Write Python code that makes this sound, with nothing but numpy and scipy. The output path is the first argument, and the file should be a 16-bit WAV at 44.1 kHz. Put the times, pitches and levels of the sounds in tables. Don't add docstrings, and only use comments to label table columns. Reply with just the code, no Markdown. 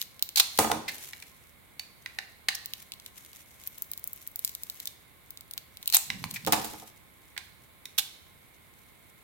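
import sys
import numpy as np
from scipy import signal
from scipy.fft import rfft, irfft, next_fast_len
from scipy.io import wavfile

SR = 44100
rng = np.random.default_rng(int(sys.argv[2]) if len(sys.argv) > 2 else 0)


def master_out(mix):
    frames = np.transpose(np.atleast_2d(mix))
    ceiling = np.clip(frames, -1, 1)
    pcm = np.round(ceiling * 32767).astype(np.int16)
    wavfile.write(sys.argv[1], SR, pcm)


N = 407043
TIME = np.arange(N) / SR
BURST_SIZE = 4096


def from_db(db):
    return 10 ** (np.asarray(db) / 20)


def rms_one(x):
    return x / np.sqrt(np.mean(x ** 2) + 1e-20)


def at_hz(points, hz):
    point_hz, value = np.transpose(points)
    return np.interp(np.log(np.maximum(hz, 1)), np.log(point_hz), value)


def bins(size):
    return np.maximum(np.fft.rfftfreq(size, 1 / SR), 1)


def hump(hz, centre_hz, octaves):
    return 1 / (1 + (np.log2(hz / centre_hz) / octaves) ** 2)


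def coloured(x, gain_db):
    size = 2 * (len(gain_db) - 1)
    cepstrum = irfft(np.log(from_db(gain_db)))
    cepstrum[1:size // 2] *= 2
    cepstrum[size // 2 + 1:] = 0
    response = np.exp(rfft(cepstrum))
    return irfft(rfft(x, size) * response)[..., :x.shape[-1]]


LONG_HZ = bins(2 * next_fast_len(N // 2 + BURST_SIZE))


def stereo(pair, alike):
    alike = np.clip(alike, -1, 1)
    middle = np.sqrt((1 + alike) / 2) * pair[0]
    side = np.sqrt((1 - alike) / 2) * pair[1]
    return middle + side * [[1], [-1]]


def stereo_noise(alike):
    return stereo(rng.standard_normal((2, N)), alike)


def panned(x, pan_db):
    return x * rms_one(from_db([[pan_db / 2], [-pan_db / 2]]))


def add(out, s, x):
    i = max(round(s * SR), 0)
    out[:, i:i + x.shape[1]] += x[:, :N - i]


def one_millisecond_level(x):
    return np.sqrt(np.sum(x ** 2, axis=-1, keepdims=True) / (SR / 1000))


def burst(envelope, colour, db, tilt, pan_db, alike, grain_db, ring_hz=1000, ring_db=0, click=0):
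    hz = bins(BURST_SIZE)
    unevenness = from_db(grain_db * rng.standard_normal(BURST_SIZE))
    grains = rng.standard_normal((2, BURST_SIZE)) * unevenness
    grains[0, 0] += click
    octaves = np.log2(np.maximum(hz, 1200) / 5000)
    gain_db = at_hz(colour, hz) + tilt * octaves + ring_db * hump(hz, ring_hz, 0.29)
    x = coloured(stereo(grains * envelope, alike), gain_db)
    return from_db(db) * panned(x / one_millisecond_level(x), pan_db)


def swell(seconds):
    t = TIME[:BURST_SIZE] / max(seconds, 1e-4)
    return t * np.exp(-t)


def background(bass_hz=400):
    # (frequency [Hz], relative level [dB])
    floor_colour = [(20, -23), (40, -4.5), (75, 1.5), (160, -3), (300, -8.5), (600, -11), (1600, -14),
                    (2500, -20), (3800, -15.5), (5700, -31), (8000, -21.5), (11000, -18), (15500, -19)]
    # (frequency [Hz], half width [octaves], boost [dB])
    floor_peaks = [(1056, 0.016, 10.5), (2176, 0.13, 12.5)]
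    level_db = -56.5
    colour_db = at_hz(floor_colour, LONG_HZ)
    colour_db = colour_db + sum(db * hump(LONG_HZ, hz, width) for hz, width, db in floor_peaks)
    bass_share = 1 / (1 + (LONG_HZ / bass_hz) ** 2)
    rumble = coloured(stereo_noise(alike=0.21), colour_db + 10 * np.log10(bass_share))
    hiss = coloured(stereo_noise(alike=0.049), colour_db + 10 * np.log10(1 - bass_share))
    return from_db(level_db) * panned(rms_one(rumble + hiss), pan_db=-3.0)


def room(x, early_db=5, early_s=0.069, first_s=0.0011, alike_hz=800):
    # (frequency [Hz], time [s])
    room_t60 = [(200, 1.07), (1700, 0.5251), (3800, 0.7643), (9000, 0.4678), (16000, 0.37)]
    # (frequency [Hz], relative level [dB])
    room_colour = [(100, 3), (800, 4.5), (3500, 0.5), (8000, 2), (16000, 0)]
    t = TIME[:SR * 3 // 4]
    hz, centres = bins(2 * len(t)), np.geomspace(125, 16000, 8)
    white = rfft(rng.standard_normal((2, 2 * len(t))))
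    white = stereo(white, alike=1 / (1 + (hz / alike_hz) ** 2))
    response = 0
    for centre, share in zip(centres, np.eye(len(centres))):
        band_gain = np.interp(np.log(hz), np.log(centres), share)
        band = irfft(white * band_gain)[:, :len(t)]
        fade_db = -60 * t / at_hz(room_t60, centre)
        response = response + band * from_db(at_hz(room_colour, centre) + fade_db)
    early_boost = from_db(early_db * np.exp(-t / early_s))
    onset = np.clip(t / first_s - .5, 0, 1)
    response = response * early_boost * onset
    response /= np.sqrt(np.sum(response ** 2) / 2)
    return signal.fftconvolve(x, response, axes=1)[:, :N]


def rub():
    # (frequency [Hz], relative level [dB])
    rub_colour = [(40, -25), (100, -6), (160, 2), (230, -7.5), (320, -20), (600, -29), (2000, -55)]
    # (time [s], level [dB])
    grip_levels = [(6.06, -64), (6.12, -42.5), (6.2, -46), (6.26, -41), (6.3, -47), (6.42, -54.5),
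                   (6.5, -32.5)]
    x = coloured(stereo_noise(alike=0.7838), at_hz(rub_colour, LONG_HZ))
    level_db = np.interp(TIME, *np.transpose(grip_levels), left=-np.inf, right=-np.inf)
    return from_db(level_db) * panned(rms_one(x), pan_db=-4.0)


def contacts():
    # (time [s], tick strength [dB], tilt [dB per octave], swell [s],
    # thud strength [dB], time to the first bounce [s]); strengths before the mix
    landing_list = [(0.588, -3.5, 1, 0.0015, -15, .057), (0.714, -16, -2.5, .0015, -21, 0.023),
                    (6.4706, -19, -1, .0041, -17, .054), (6.5229, -10.5, 1, 0.0011, -30, 0.011),
                    (6.527, -12.5, -1.5, 0.0047, -27, .037), (6.64, -24, 3.5, 0.0059, -31, 0.094)]
    gap_ratio = 0.93
    tick_loss, thud_loss, dulling = 19, 4.5, 9
    for s, tick_db, tilt, seconds, thud_db, gap_s in landing_list:
        for k in range(3):
            spent = np.log2(1 + k)
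            yield s, tick_db - tick_loss * spent, tilt - dulling * spent, seconds, thud_db - thud_loss * spent
            s += gap_s * gap_ratio ** k


def landings(thud_db=-3, spread_db=2, phase_spread=0.52, build_cycles=0.93):
    # (frequency [Hz], relative level [dB])
    land_colour = [(35, -13), (100, -8.5), (450, -4.5), (850, 3), (1400, -2.5), (2200, -4), (5500, -6),
                   (8500, -8), (16000, -9)]
    # (frequency [Hz], relative level [dB], time to fade by 60 dB [s])
    table_modes = [(88.4, -11.5, 0.13), (128.8, -24, 0.33), (159.4, -25, 0.33), (221.6, -12.5, 0.27),
                   (311.95, -8, 0.22), (450.7, -8, 0.12), (480.3, -26.5, 0.15), (533.5, -8, 0.1),
                   (709, -9.5, 0.1582), (768, -3, 0.1), (854, -3.5, 0.082), (923, -8, 0.095),
                   (1076, -20, 0.16), (1240, -16, .22), (1370, -19.5, 0.11)]
    ticks, thuds, t = np.zeros((2, N)), np.zeros((2, N)), TIME[:SR // 2]
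    mode_hz, mode_db, t60 = np.transpose(table_modes)[:, :, None]
    for s, db, tilt, seconds, weight_db in contacts():
        tick = burst(swell(seconds), land_colour, db, tilt, pan_db=-1.5, alike=0.24, grain_db=9)
        add(ticks, s, tick)
        uneven_db = spread_db * rng.standard_normal(mode_hz.shape)
        strength = from_db(weight_db + thud_db + mode_db + uneven_db)
        phase = rng.uniform(0, 2 * np.pi, mode_hz.shape)
        phase = phase + phase_spread * rng.standard_normal((2, *mode_hz.shape))
        envelope = (1 - np.exp(-t * mode_hz / build_cycles)) * from_db(-60 * t / t60)
        tones = strength * envelope * np.sin(2 * np.pi * mode_hz * t + phase)
        add(thuds, s, np.sum(tones, axis=1))
    return ticks, panned(thuds, pan_db=-3.5)


def clacks():
    # (frequency [Hz], relative level [dB])
    clack_colour = [(200, -22), (550, -27), (800, -7.5), (1300, -13.5), (1900, 4), (2400, -0.5), (3100, -6),
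                    (4200, -3.5), (6000, -12.5), (9000, -18.5), (16000, -22.5)]
    # (time [s], strength before the mix [dB], tilt [dB per octave],
    # swell [s], resonance [Hz])
    clack_list = [(0.879, -20.5, 2.5, 0.0066, 2060), (1.1318, -31.5, 1, 0.001907, 2230),
                  (1.2235, -35.5, 2, 0.0017, 2383), (1.7945, -27, 4, 0.0014, 4500),
                  (2.0598, -27.5, -1, 0.0012, 1930), (2.1864, -22.5, -0.5, 0.0013, 1840),
                  (2.4848, -12, 2, 0.002, 2190), (6.1016, -20.5, -1, .0012, 2074),
                  (6.24, -25, 3, 0.0007288, 1019), (6.3583, -26, 0.5, 0.0042, 2364),
                  (7.3646, -34.5, -4, 0.0017, 1940), (7.3767, -25, 2, 0.0012, 2185),
                  (7.8546, -31, 5.5, 0.0014, 3700)]
    # (frequency [Hz], peak before the mix [dB], time to fade by 60 dB [s])
    blade_ping = (4565, -46, 0.17)
    ping_s = 1.795
    pan_db, knock_db = -2, -3
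    rattles, knocks = np.zeros((2, N)), np.zeros((2, N))
    for s, db, tilt, seconds, hz in clack_list:
        envelope = swell(seconds)
        rattle = burst(envelope, clack_colour, db, tilt, pan_db, alike=0.29, grain_db=2.0,
                       ring_hz=hz, ring_db=0.5)
        add(rattles, s, rattle)
        knock = envelope * np.sin(2 * np.pi * hz * TIME[:BURST_SIZE])
        knock /= one_millisecond_level(knock)
        add(knocks, s, from_db(db + knock_db) * panned(knock, pan_db))
    hz, db, t60 = blade_ping
    t = TIME[:SR]
    ping = from_db(db - 60 * t / t60) * np.sin(2 * np.pi * hz * t)
    add(rattles, ping_s, ping * np.ones((2, 1)))
    return rattles, knocks


def sliding():
    # (start [s], end [s], level before unevenness [dB])
    slide_list = [(0, 0.044, -53.5), (0.48, 0.73, -53), (0.953, 1.034, -48), (1.096, 1.395, -59.5),
                  (2.663, 2.81, -61), (3.077, 4.887, -61), (5.852, 6.38, -57.5), (6.546, 6.82, -52)]
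    attack_s, release_s = 0.028, 0.069
    hold_db = -74
    start, end, db = np.transpose(slide_list)[:, :, None]
    t = TIME[::64]
    fade = np.maximum(start - t, 0) / attack_s + np.maximum(t - end, 0) / release_s
    level = np.max(from_db(db) * np.exp(-fade), axis=0)
    return np.interp(TIME, t, np.maximum(level, from_db(hold_db)))


def scrape(per_s=350, grain_db=5.5, grain_share_db=2.5, uneven_db=4.5):
    # (frequency [Hz], relative level [dB])
    scrape_colour = [(500, -28), (2000, 1), (3800, 0.5), (4800, -3), (6000, 2), (9000, 0), (13000, 4),
                     (16000, -5.5)]
    knots = np.arange(0, TIME[-1], .025)
    drag_db = uneven_db * np.interp(TIME, knots, rng.standard_normal(len(knots)))
    level = sliding() * from_db(drag_db)
    born = rng.random(N) < per_s / SR
    size = from_db(grain_db * np.minimum(rng.exponential(1, N), 3.5))
    grains = rms_one(signal.lfilter([1], [1, -np.exp(-1 / (0.0017 * SR))], born * size + 1e-18))
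    hiss = rms_one(coloured(stereo_noise(alike=0.068), at_hz(scrape_colour, LONG_HZ)))
    popping = np.hypot(1, from_db(grain_share_db) * grains)
    return level * panned(hiss * popping, pan_db=1.0)


def cracks():
    # (frequency [Hz], relative level [dB])
    crack_colour = [(150, -29.5), (550, -26.5), (800, -7.5), (1100, -13), (1800, -10.5), (2600, -6),
                    (4000, -7.5), (6000, -3.5), (10000, -4.5), (14000, -0.5), (16000, -5.5)]
    # (time [s], strength before the mix [dB], left-right [dB],
    # swell [s], flake resonance [Hz])
    crack_list = [(0.358, -12.5, 2.5, 0.0023, 4300), (0.3694, -7, -5.5, 0.0072, 3950),
                  (0.3953, -2.5, -0.5, 0.0034, 4100), (2.548, -21.5, -1, 0.0023, 5300),
                  (4.8721, -21.5, -2, 0.001502, 3700), (5.9239, -17.5, 14, 0.0017, 4029),
                  (5.9325, -8, -7, 0.01, 3938), (5.946, -5, 3, 0.000784, 13300),
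                  (5.9505, -7, 1.5, 0.0017, 14300), (5.967, -7.5, 0, .0013, 7800),
                  (6.338, -24, 2.5, 0.006, 2314), (7.9789, -10, -6, 0.006, 3700),
                  (7.9824, -10.5, 2, 0.0035, 3400)]
    out = np.zeros((2, N))
    for s, db, pan_db, seconds, hz in crack_list:
        tilt = -2.4 - 0.2 * db
        crack = burst(swell(seconds), crack_colour, db, tilt, pan_db, alike=.05, grain_db=7.5,
                      ring_hz=hz, ring_db=14)
        add(out, s, crack)
    return out


def scatter():
    # (start [s], end [s], snaps per second [1/s],
    # middle strength before the mix [dB], middle tilt [dB per octave])
    crackle_list = [(2.752, 3.7, 9.2, -39, -3), (3.749, 4.8, 14, -37.5, 11), (5.807, 5.92, 30, -32, -5)]
    spread_db, tilt_spread = -1, 3
    rows = []
    for start, end, per_s, db, tilt in crackle_list:
        gaps, spread = rng.exponential(1, 64), rng.uniform(-2, 2, (64, 2))
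        times = start + np.cumsum(gaps) / max(per_s, 1)
        for s, (a, b) in zip(times, spread):
            if s < end:
                rows.append((s, db + spread_db * a, tilt + tilt_spread * b))
    return rows


def snaps(crack_s=.0001, flutter_s=0.0023, flutter_db=-12):
    # (frequency [Hz], relative level [dB])
    snap_colour = [(300, -46), (1600, -29), (2600, -12.5), (4000, -3), (5500, -9), (10500, -10.5),
                   (13000, 1), (16000, -6)]
    # (time [s], strength before the mix [dB], tilt [dB per octave])
    snap_list = [(0.0156, -19, -3), (0.1943, -34.5, -4.5), (0.225, -11, 0), (0.2906, -27.5, -2),
                 (0.576, -21.5, 0), (2.659, -22.5, 3.5), (2.7357, -23.5, -4), (2.9201, -28.5, -5),
                 (3.062, -31, -5.5), (3.674, -20, 6), (3.783, -30, 9), (3.8215, -14, 9), (3.916, -22, 7),
                 (3.9347, -27.5, -1.5), (3.9768, -26.5, 5), (4.0411, -22.5, 9), (4.075, -18, 11.5),
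                 (4.132, -22.5, 12), (4.2748, -22, 9.5), (4.359, -19.5, 9.5), (4.3925, -22, 7),
                 (4.448, -12.5, 4), (4.4768, -24.5, 1.5), (4.4938, -28.5, 2), (4.5506, -24.5, 0.5),
                 (4.6344, -23.5, 3.5), (4.699, -22.5, 2.5), (4.8015, -27, 0.5), (4.8563, -25, 4),
                 (5.306, -28.5, 5), (5.3739, -33.5, -1), (5.409, -34, 1.5), (5.511, -27.5, 3),
                 (5.536, -28, 1.5), (5.5779, -23, -4.5), (5.7711, -33.5, -2), (5.8587, -30, 0),
                 (5.8764, -13, 1), (5.9005, -21, -0.5), (6.311, -25.5, -0.5), (6.449, -31, -7),
                 (6.465, -23, -1)]
    out, t = np.zeros((2, N)), TIME[:BURST_SIZE]
    envelope = np.exp(-t / crack_s) + from_db(flutter_db) * np.exp(-t / flutter_s)
    for s, db, tilt in snap_list + scatter():
        pan_db = 0.5 + 0.21 * tilt
        add(out, s, burst(envelope, snap_colour, db, tilt, pan_db, alike=0.39, grain_db=4, click=2.5))
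    out[1] = np.roll(out[1], 5)
    return out


def scene():
    snap, crack = snaps(), cracks()
    clack, knock = clacks()
    tick, thud = landings()
    direct = from_db(0.5) * snap + from_db(0.3) * crack + from_db(1.8) * clack
    direct = direct + from_db(3.0) * tick + thud + knock
    sent = from_db(-13.5) * snap + from_db(-11.0) * crack + from_db(-6) * clack
    sent = sent + from_db(-3.5) * tick + from_db(-21.0) * thud + from_db(-11) * knock
    return direct + room(sent) + scrape() + rub() + background()


def record(dry):
    cutoff_hz = 16300
    top_cut = signal.ellip(10, .2, 70, cutoff_hz, fs=SR, output="sos")
    return signal.sosfilt(top_cut, np.clip(dry, -1, 1))


dry = scene()
out = record(dry)
master_out(out)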